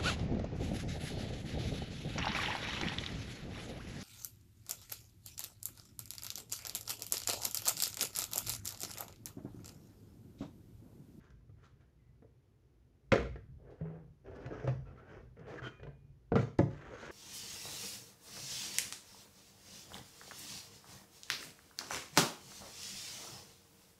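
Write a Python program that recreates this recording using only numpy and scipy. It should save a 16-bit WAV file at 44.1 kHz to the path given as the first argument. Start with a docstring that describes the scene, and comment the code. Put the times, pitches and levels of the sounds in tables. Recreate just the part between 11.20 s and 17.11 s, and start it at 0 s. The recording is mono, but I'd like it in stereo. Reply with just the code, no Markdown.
"""A quiet room, low rumble and still air, heard from close by with a two-port microphone.
Faint rubs and ticks come first, then a hollow plastic hull lands on a small metal trailer with a clunk.
Short shoves drag it along the rails with knocks, squeaks and some rasp; two more heavy knocks and a last rub follow.
Damped modes make the shell and rails ring, damped sines make the loaded frame bob on its tyres,
shaped noise makes the rubbing, and decaying noise makes the walls answer."""
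import sys
import numpy as np
from scipy import signal
from scipy.fft import rfft, irfft, next_fast_len
from scipy.io import wavfile
from scipy.ndimage import uniform_filter1d, map_coordinates

SR = 44100
rng = np.random.default_rng(int(sys.argv[2]) if len(sys.argv) > 2 else 0)


def digitize_waveform(pressure):
    """Quantize a signal to 16-bit integers and store it at the path in sys.argv[1].

    Rows of a 2-D input are taken as channels; values are limited to [-1, 1].
    """
    field = np.atleast_2d(pressure).T
    bounded = np.clip(field, -1, 1)
    quanta = np.round(bounded * 32767).astype(np.int16)
    wavfile.write(sys.argv[1], SR, quanta)


def level_to_linear(level):
    """Convert decibel levels to linear amplitude factors, elementwise."""
    exponent = np.asarray(level, float) / 20
    return 10 ** exponent


N = 260714  # length in samples

# modes of the plastic shell, for blows and rubbing alike: mode_hz [Hz], level_db [dB], t60_s [s]
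SHELL_MODES = [(236, -6, 0.13), (262, -13, 0.1), (311, -6, 0.16), (360, -8, 0.15), (411, -2, 0.09),
               (454, 0, 0.14), (498, -9, .1), (540, -5, 0.12), (588, -9, 0.08), (682, -9, 0.12),
               (848, -13, 0.035)]
# modes of the metal rails, for hard edges and rubbing: mode_hz [Hz], level_db [dB], t60_s [s]
RAIL_MODES = [(1013, -4, 0.07), (1215, -2, 0.05), (1340, -1, 0.06), (1454, -4, 0.05), (1600, -3, 0.045),
              (1716, -3, .05), (1830, -2, 0.04), (1959, 2, 0.08), (2100, -3, 0.05), (2275, 0, .06),
              (2430, -5, 0.05), (2640, -8, .04), (2870, -12, 0.04), (3120, -15, 0.04)]
# after a heavy landing the hull rocks to rest in ever slower, weaker taps:
# start_s [s], first_gap_s [s], first_level_db [dB], edge_hz [Hz], crack_db [dB re tap], taps [count]
ROCKING_TAPS = [(1.937, .0195, -19, 1900, -16, 6), (5.192, .036, -29, 1500, -32, 2)]


def unit(x):
    """Scaled to rms 1."""
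    return x / np.sqrt(np.mean(x ** 2) + 1e-20)


def along(points, hz):
    """Reads (Hz, value) points on a log frequency axis."""
    f, v = np.transpose(points)
    return np.interp(np.log(hz + 1), np.log(f + 1), v)


def gains(rows):
    """One gain per sample for each dB column; all but silent outside the rows, with soft ends."""
    s, *columns = np.transpose(rows)
    t = np.arange(N) / SR
    level = np.array([level_to_linear(np.interp(t, s, column, -150, -150)) for column in columns])
    return np.abs(uniform_filter1d(level, size=400, axis=1))


def wobble(rate):
    """A smooth random curve, rate knots a second."""
    knots = rng.standard_normal(int(N * rate / SR) + 4)
    return map_coordinates(knots, [np.arange(N) * rate / SR])


def filtered(x, response):
    """x shaped by a response given as a function of frequency."""
    m = next_fast_len(N + SR // 2)
    return irfft(rfft(x, m) * response(np.fft.rfftfreq(m, 1 / SR)), m)[..., :N]


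def spread(two, colour):
    """Mixes two unrelated signals to left and right: alike in the bass, mostly less so in the treble."""
    # likeness of the two ports, negative where they oppose: band_hz [Hz], likeness [-1 to 1]
    alike = [(100, .96), (300, .93), (520, .6), (900, .35), (2600, .2), (6000, .1), (8500, -.7),
             (10500, -.6), (13000, .6)]

    def turn(hz):
        return np.arccos(np.clip(along(alike, hz), -1, 1)) / 2

    mid, side = filtered(two, lambda hz: colour(hz) * [np.cos(turn(hz)), np.sin(turn(hz))])
    return np.array([mid + side, mid - side])


def pair(colour, grain=1):
    """Coloured stereo noise of rms 1; grain roughens the drive ahead of the colour."""
    return unit(spread(grain * rng.standard_normal((2, N)), colour))


def shoves():
    """Gains of shell, rails and grit: a brighter rub drives the rails more and the grit more still."""
    # one curve a shove: start_s [s], pressure_db [dB], brightness_db [dB, rails over shell]
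    curves = [
        [(0.0, -76, -2.5), (0.058, -75, 1.5), (0.1, -81, -2), (0.2, -101, -9)],
        [(0.36, -86, -3), (0.418, -76, -1.5), (0.444, -69, 3.5), (0.532, -102.5, 1.5), (0.578, -99, -5.5),
         (0.612, -71, -2), (0.72, -105, -13)],
        [(2.38, -77, -19), (2.494, -59, -17), (2.544, -60.5, -17), (2.575, -69.5, -11), (2.64, -54, -19.5),
         (2.716, -57, -14), (2.828, -67, -19.5), (2.89, -83.5, -38)],
        [(3.045, -61, -14), (3.07, -54.5, -14), (3.15, -55, -14.5), (3.255, -52.5, -10), (3.295, -50.5, -22.5),
         (3.315, -46, -17.5), (3.4, -50.5, -8), (3.435, -53.5, -12), (3.49, -49.5, -5), (3.576, -72, -32),
         (3.63, -69.5, -17)],
        [(3.635, -70, -19), (3.674, -60, -16), (3.732, -64, -12.5), (3.792, -61.5, -10.5), (3.866, -59.5, -13),
         (3.918, -57.5, -5), (3.996, -58, -11), (4.06, -80, -24.5), (4.102, -101, -10)],
        [(4.15, -86, -16), (4.172, -62, -9.5), (4.242, -59, -14), (4.298, -52, -4.5), (4.385, -57.5, -6.5),
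         (4.41, -58, -23), (4.43, -51.5, -3.5), (4.478, -53, -2), (4.495, -77, -20), (4.575, -87.5, -8)],
        [(4.596, -62, -11.5), (4.625, -69.5, -24.5), (4.65, -56.5, -24), (4.68, -52.5, -36), (4.711, -86, -12),
         (4.78, -82, -25)],
        [(5.165, -68, 4), (5.2, -62, 4), (5.235, -63, 4), (5.255, -88, 0)],
        [(5.5, -70, 4.5), (5.548, -62.5, -2.5), (5.726, -54, -5), (5.762, -56, -3.5), (5.818, -58, 2),
         (5.86, -62.5, 4.5), (5.91, -46, -6)],
    ]
    grit_db, grit_grows = -9.5, 2.13  # grit over shell at brightness 0; dB of grit per dB of brightness
    total = 0
    for rows in curves:
        total = total + gains([(s, db, db + bright_db, db + grit_db + grit_grows * bright_db)
                               for s, db, bright_db in rows])
    return total


def background():
    """A lumpy low rumble, stirred by jolts of the floor and by shoves, over the still air of the room."""
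    # room rumble: start_s [s], level_db [dB]
    rumble_level = [(0.0, -59.5), (0.4, -64), (0.67, -64.5), (0.92, -62), (1.4, -66), (2.4, -61),
                    (4.0, -60.5), (5.0, -62.5), (5.91, -61)]
    # colour of the rumble: band_hz [Hz], density_db [dB per Hz]
    lows = [(13, -50), (22, -24), (49, -5.5), (91, -11), (104, -12.5), (124, -8), (140, -8), (168, -22.5),
            (250, -23.5), (320, -55), (550, -120)]
    # colour of the still air: band_hz [Hz], density_db [dB per Hz]
    air_colour = [(150, -25.5), (220, -8), (380, -6.5), (600, -18.5), (1000, -24), (2000, -28.5),
                  (4000, -34.5), (6500, -36), (8500, -30), (13000, -25)]
    # jolts that shake the floor: start_s [s], level_db [dB], t60_s [s]
    floor_jolts = [(1.961, -40, 1), (2.599, -45.5, 0.44), (3.3, -63.5, 0.74), (3.47, -44.5, 1),
                   (4.6, -38.5, 0.45), (5.123, -31, 0.35), (5.418, -45, 0.54)]
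    rise_s, shove_shakes_db, air_db = 0.077, -12, -74.5
    t = np.arange(N) / SR
    level = gains(rumble_level) + level_to_linear(shove_shakes_db) * shoves()[0]
    for s, db, t60 in floor_jolts:
        since = np.clip(t - s, 0, None)
        level = level + level_to_linear(db - 60 * since / t60) * (1 - np.exp(-since / rise_s))
    lumps = level_to_linear(2.4 * wobble(9))
    rumble = level * unit(lumps * pair(lambda hz: level_to_linear(along(lows, hz))))
    return rumble + level_to_linear(air_db) * pair(lambda hz: level_to_linear(along(air_colour, hz)))


def resonances(modes, hz, widen):
    """Gain of the modes under steady drive; widen scales the width of each resonance."""
    power = sum(level_to_linear(2 * db) / (1 + ((hz - c) * t60 / widen) ** 2) for c, db, t60 in modes)
    return np.sqrt(power)


def dragging():
    """The hull judders along the rails: uneven slips drive shell and rails and shed grit."""
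    # broad colour of rubbing: band_hz [Hz], density_db [dB per Hz]
    rub = [(120, -5.5), (200, -6.5), (300, -5.5), (420, 0.5), (600, -5.5), (800, -9.5), (1600, -9.5),
           (2400, -20), (3200, -25.5), (4500, -58.5)]
    # colour of the grit: band_hz [Hz], density_db [dB per Hz]
    grit_colour = [(2200, -20.5), (3000, -7.5), (3600, -7), (4400, -10.5), (5000, -11.5), (5600, -12.5),
                   (6500, -8.5), (8000, -11.5), (11000, -20.5), (15000, -19.5)]
    shell, rails, grit = shoves()
    judder = [unit(level_to_linear(1.7 * wobble(50))) for _ in range(3)]
    slips = level_to_linear(2.5 * wobble(400))

    def upper(hz):  # share of the rub that goes to the rails
        return 1 / (1 + (900 / (hz + 1)) ** 6)

    def shell_colour(hz):  # contact damps the shell and so widens its modes
        return level_to_linear(along(rub, hz)) * (1 - upper(hz)) * (8.9 + resonances(SHELL_MODES, hz, widen=1.7))

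    def rail_colour(hz):
        return level_to_linear(along(rub, hz)) * upper(hz) * (10.0 + resonances(RAIL_MODES, hz, widen=0.59))

    low = pair(shell_colour, slips)
    mid = pair(rail_colour, slips)
    high = pair(lambda hz: level_to_linear(along(grit_colour, hz)), slips)
    return shell * low * judder[0] + rails * mid * judder[1] + grit * high * judder[2]


def walls(x):
    """Each frequency of the room's answer dies at its own speed; a new noise tail every quarter second."""
    # decay of the room: band_hz [Hz], t60_s [s]
    room_decay = [(100, 0.47), (400, 0.3), (2000, 0.38), (8000, 0.37)]
    out, step = np.zeros((2, N + 2 * SR)), SR // 4
    for start in range(0, N, step):
        hz, t, z = signal.stft(rng.standard_normal((2, SR * 3 // 5)), SR, nperseg=512)
        fade = level_to_linear(-60 * t / along(room_decay, hz)[:, None])
        tail = signal.istft(z * fade, SR, nperseg=512)[1]
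        tail = tail / np.linalg.norm(tail[0])
        wet = signal.fftconvolve(x[:1, start:start + step], tail, axes=1)  # the left side feeds the room
        out[:, start + 200:][:, :wet.shape[1]] += wet  # 200 samples of delay
    return spread(out[:, :N], np.ones_like)


def ring(modes, t, scatter_db, skew, tilt_db):
    """Damped modes, stirred anew by each contact: skew radians out of step, tilt dB an octave."""
    hz, db, t60 = np.transpose(modes)[:, :, None]
    db = db + tilt_db * np.log2(hz) + scatter_db * rng.standard_normal(hz.shape)
    phase = skew * rng.standard_normal(hz.shape)
    wave = np.sum(level_to_linear(db - 60 * t / t60) * np.sin(2 * np.pi * hz * t + phase), 0)
    return wave / np.linalg.norm(level_to_linear(db))


def taps():
    """Rows like the blows for the hull rocking to rest."""
    gap_grows, loss_db, tap_edge_db = 1.1, 4, -13.5  # gap ratio and loss from tap to tap
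    return [(s + gap * (gap_grows ** k - 1) / (gap_grows - 1), db - loss_db * k, tap_edge_db, hz)
            for s, gap, db, hz, crack_db, count in ROCKING_TAPS for k in range(count)]


def noise_band(t, lo_hz, hi_hz):
    """Two unrelated noises between two frequencies."""
    sos = signal.butter(2, [lo_hz, hi_hz], "bandpass", fs=SR, output="sos")
    return signal.sosfilt(sos, rng.standard_normal((2, len(t))))


def blows():
    """Each blow clicks on the rails, then rings the shell; hard contacts and taps crack briefly."""
    # blows of hull on rail: start_s [s], level_db [dB], edge_db [dB, hard edge re blow], edge_hz [Hz]
    knocks = [(.104, -75, 8.5, 1800), (.205, -72, -4, 1000), (0.293, -62, -10, 1100),
              (1.022, -48.5, -19.5, 1500), (1.045, -51.5, -40, 1300), (1.919, -25.5, 5, 2000),
              (1.922, -12, -15, 1950), (1.927, -24, -14, 1500), (2.157, -42.5, -10, 1700),
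              (2.611, -38, -22.5, 1400), (3.062, -57.5, -5, 1500), (3.09, -48, -28.5, 1200),
              (3.26, -43, -5, 1900), (3.307, -47, -10, 1600), (3.441, -31.5, -22, 1300),
              (3.474, -23, -17, 1450), (3.479, -28, -21, 1400), (4.169, -48, -16, 1500),
              (4.193, -51, -12, 1600), (4.269, -46.5, -10, 1600), (4.419, -43, -5, 1600),
              (4.597, -56, -3, 1700), (4.631, -41, -12.5, 2200), (4.668, -45, -8, 1500),
              (5.827, -39, -14, 1600), (5.119, -17, -21, 1200), (5.1275, -26, -24, 1200),
              (5.155, -18, -12, 1500), (5.163, -20, -16, 1700), (5.277, -41, -20, 1200),
              (5.389, -22, -13, 1400), (5.39, -13.5, -27, 1300), (5.396, -16.5, -27, 1500)]
    # bright cracks of the hardest contacts: start_s [s], level_db [dB]
    hard_cracks = [(0.104, -61.5), (1.921, -27.5), (3.262, -53), (3.443, -55.5), (3.474, -47.5),
                   (4.194, -61), (4.634, -67), (5.156, -40.5), (5.386, -34)]
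    shell_lags_s, edge_octaves, edge_rise_s, shell_side = 0.00087, 0.96, 0.0006, 0.45
    body, sharp = np.zeros((2, N + SR)), np.zeros((2, N + SR))
    t = np.arange(SR // 2) / SR
    t_shell, t_edge = t[:SR // 4], t[:SR // 8]
    # the first cycles stand out, then the resting contact damps the shell
    grip = (1 - np.exp(-t_shell / 0.001)) * (1 + 2.01 * np.exp(-t_shell / 0.01))
    rocking = taps()
    for s, db, edge_db, edge_hz in knocks + rocking:
        soft_db = 0.14 * (edge_db + 21)  # a soft contact favours the low modes
        shell = np.array([ring(SHELL_MODES, t_shell, scatter_db=2.5, skew=0.95, tilt_db=soft_db)
                          for _ in range(2)])
        near = [(hz, level - 6 * (np.log2(hz / edge_hz) / edge_octaves) ** 2, t60)
                for hz, level, t60 in RAIL_MODES]
        # short waves reach the two ports by different paths; loose parts add a rattle of noise
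        rails = np.array([ring(near, t_edge, scatter_db=9, skew=3.6, tilt_db=-11) for _ in range(2)])
        rattle = noise_band(t, edge_hz / 1.88, edge_hz * 1.374) * level_to_linear(-60 * t / 0.05)
        edge = 0.96 * rails + 2.04 * rattle[:, :SR // 8]
        edge = level_to_linear(edge_db) * (1 - np.exp(-t_edge / edge_rise_s)) * edge
        body[:, round((s + shell_lags_s) * SR):][:, :SR // 4] += level_to_linear(db) * 0.32 * shell * grip
        sharp[:, round(s * SR):][:, :SR // 8] += level_to_linear(db) * edge
    tap_crack_db = [crack_db for *_, crack_db, count in ROCKING_TAPS for _ in range(count)]
    tap_cracks = [(row[0], row[1] + re_db) for row, re_db in zip(rocking, tap_crack_db)]
    for s, db in hard_cracks + tap_cracks:
        fade = 0.41 * level_to_linear(-60 * t / 0.022) + 0.15 * level_to_linear(-60 * t / 0.09)  # a snap and a longer tail
        crack = noise_band(t, 2900, 8900) * fade
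        crack = crack + 0.06 * noise_band(t, 9000, 15000) * level_to_linear(-60 * t / 0.015)
        sharp[:, round(s * SR):][:, :len(t)] += level_to_linear(db) * crack
    return spread((body * [[1], [shell_side]] + sharp)[:, :N], np.ones_like)


def swings(rows, rise_s):
    """Damped sines with a soft start, each half a second long."""
    out, t = np.zeros(N + SR), np.arange(SR // 2) / SR
    for s, db, hz, t60 in rows:
        wave = np.sin(2 * np.pi * hz * t) * (1 - np.exp(-t / rise_s))
        out[round(s * SR):][:len(t)] += level_to_linear(db - 60 * t / t60) * wave
    return out[:N]


def bobbing():
    """The loaded frame bobs on its tyres in low damped swings; freed rails ring on unsteadily."""
    # the frame bobs at a pitch set by its load: start_s [s], level_db [dB], pitch_hz [Hz], t60_s [s]
    bobs = [(0.105, -60.5, 150, 0.21), (0.294, -46, 100.3, 0.15), (1.045, -56, 111.6, 0.27),
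            (1.921, -23, 115.5, .1), (1.923, -37, 151.2, 0.22), (1.99, -33.5, 61, 0.45),
            (2.001, -40.5, 180, 0.22), (2.139, -45, 60.1, 0.28), (2.611, -36, 161, .6),
            (2.615, -39, 80, .2), (3.441, -34, 130, .4), (3.4795, -29.5, 130, .42), (3.09, -44, 89, 0.22),
            (3.26, -37, 133, 0.22), (4.17, -56, 106.7, 0.22), (4.193, -46.5, 159, 0.24),
            (4.269, -57, 131, 0.26), (4.42, -42.5, 124.2, 0.38), (4.632, -52, 157, 0.26),
            (4.668, -45.5, 141, 0.27), (5.12, -27, 180, .1), (5.121, -33, 86, .2), (5.146, -24, 109, .15),
            (5.157, -26, 180, .25), (5.163, -28, 138, .25), (5.191, -27, 111, .2), (5.23, -35, 140, .25),
            (5.389, -24.5, 111, .3), (5.391, -23.5, 180.5, .25), (5.397, -31, 89, 0.24),
            (5.414, -24.5, 142.8, 0.31)]
    # a free rail rings on after a slip: start_s [s], level_db [dB], pitch_hz [Hz], t60_s [s]
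    rail_rings = [(4.45, -66, 2440, .9), (4.47, -62, 3120, .3), (4.46, -60, 1450, .25),
                  (4.52, -67, 1250, .3), (1.922, -36, 1950, .1)]
    unsteady = level_to_linear(2.5 * np.array([wobble(40), wobble(40)]))  # left and right apart
    return swings(bobs, rise_s=0.0018) + swings(rail_rings, rise_s=0.0048) * unsteady


def squeaks():
    """Sticking contacts squeal in unsteady, broken narrow tones that swell and fade."""
    # squeals: start_s [s], length_s [s], pitch_hz [Hz], level_db [dB]
    squeals = [(0.432, 0.072, 1348, -67), (0.77, 0.22, 2010, -84), (0.599, 0.059, 1400, -81),
               (3.066, 0.23, 390.8, -54), (3.298, 0.071, 1633, -54.5), (3.322, 0.035, 1261, -49.5),
               (3.348, 0.1, 1631, -64), (3.482, 0.034, 2470, -60), (3.651, 0.09, 1342, -65),
               (3.769, 0.046, 1320, -61), (3.66, 0.06, 2570, -73), (3.78, .22, 1493, -65.5),
               (4.269, 0.086, 412.7, -48), (4.273, 0.073, 678.6, -50), (4.291, 0.039, 1760, -57.5),
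               (4.333, 0.032, 431, -44.5), (4.37, 0.036, 1633, -49), (4.374, 0.045, 1283, -59),
               (4.42, 0.081, 3130, -59), (4.454, 0.037, 3105, -53.5), (4.427, 0.074, 1424, -50),
               (4.47, 0.036, 1055, -76), (4.504, .06, 1300, -82), (5.176, 0.06, 1980, -49.5),
               (5.16, 0.041, 1338, -36), (5.72, .05, 545, -50.5), (5.71, 0.19, 6450, -71.5)]
    drift_rad, flutter_db, swell_skew = 0.11, 3.5, 0.8  # random phase step a sample; skew below 1 swells fast
    out = np.zeros((2, N))
    for s, length, hz, db in squeals:
        u = np.arange(round(length * SR)) / SR
        drift = np.cumsum(rng.standard_normal((2, len(u))), 1) * drift_rad
        swell = np.sin(np.pi * (u / length) ** swell_skew)
        out[:, round(s * SR):][:, :len(u)] += level_to_linear(db) * swell * np.sin(2 * np.pi * hz * u + drift)
    return spread(out * unit(level_to_linear(flutter_db * wobble(55))), np.ones_like)


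def rasp():
    """Fine gritty noise in one treble band during some shoves."""
    # rasp: start_s [s], level_db [dB]
    rasp_level = [(3.04, -92), (3.07, -89), (3.12, -103), (3.17, -87), (3.25, -86), (3.3, -88), (3.35, -76),
                  (3.42, -82.5), (3.45, -78), (3.5, -75.5), (3.56, -92.5), (3.62, -100), (3.86, -100),
                  (3.93, -84), (4.0, -94), (4.05, -100)]
    centre_hz, width_hz = 5600, 800
    grain = level_to_linear(3 * wobble(500))
    band = pair(lambda hz: np.exp(-0.5 * ((hz - centre_hz) / width_hz) ** 2), grain)
    return gains(rasp_level) * band


def scene():
    """Hull, trailer and room; each source feeds the walls by its own share."""
    hits, bob = blows(), bobbing()
    drag, squeal = dragging() + rasp(), squeaks()
    wet = level_to_linear(-6.5) * hits + level_to_linear(-3.0) * drag + level_to_linear(-19) * squeal + level_to_linear(-16) * bob
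    return hits + bob + drag + squeal + walls(wet) + background()


def low_pass(x):
    """Removes everything above the highest recorded frequency."""
    return signal.sosfilt(signal.butter(12, 15500, fs=SR, output="sos"), x)


def record(dry):
    """The microphone drops deep bass and top treble; its left port hears more treble."""
    # left port over right: band_hz [Hz], lean_db [dB]
    port_lean = [(100, -1), (500, -.5), (1100, 3), (2600, 5), (5000, 6), (8000, 1), (13000, .5)]
    # response of the microphone: band_hz [Hz], gain_db [dB]
    mic_response = [(20, -22), (35, -9), (55, 0), (6500, 4), (8000, -2.5), (10500, -3), (13000, -15),
                    (16000, -17)]

    def ports(hz):
        return level_to_linear(np.outer([0.5, -0.5], along(port_lean, hz)) + along(mic_response, hz))

    mix = filtered(dry, ports)
    return low_pass(mix)


dry = scene()
out = record(dry)
digitize_waveform(out)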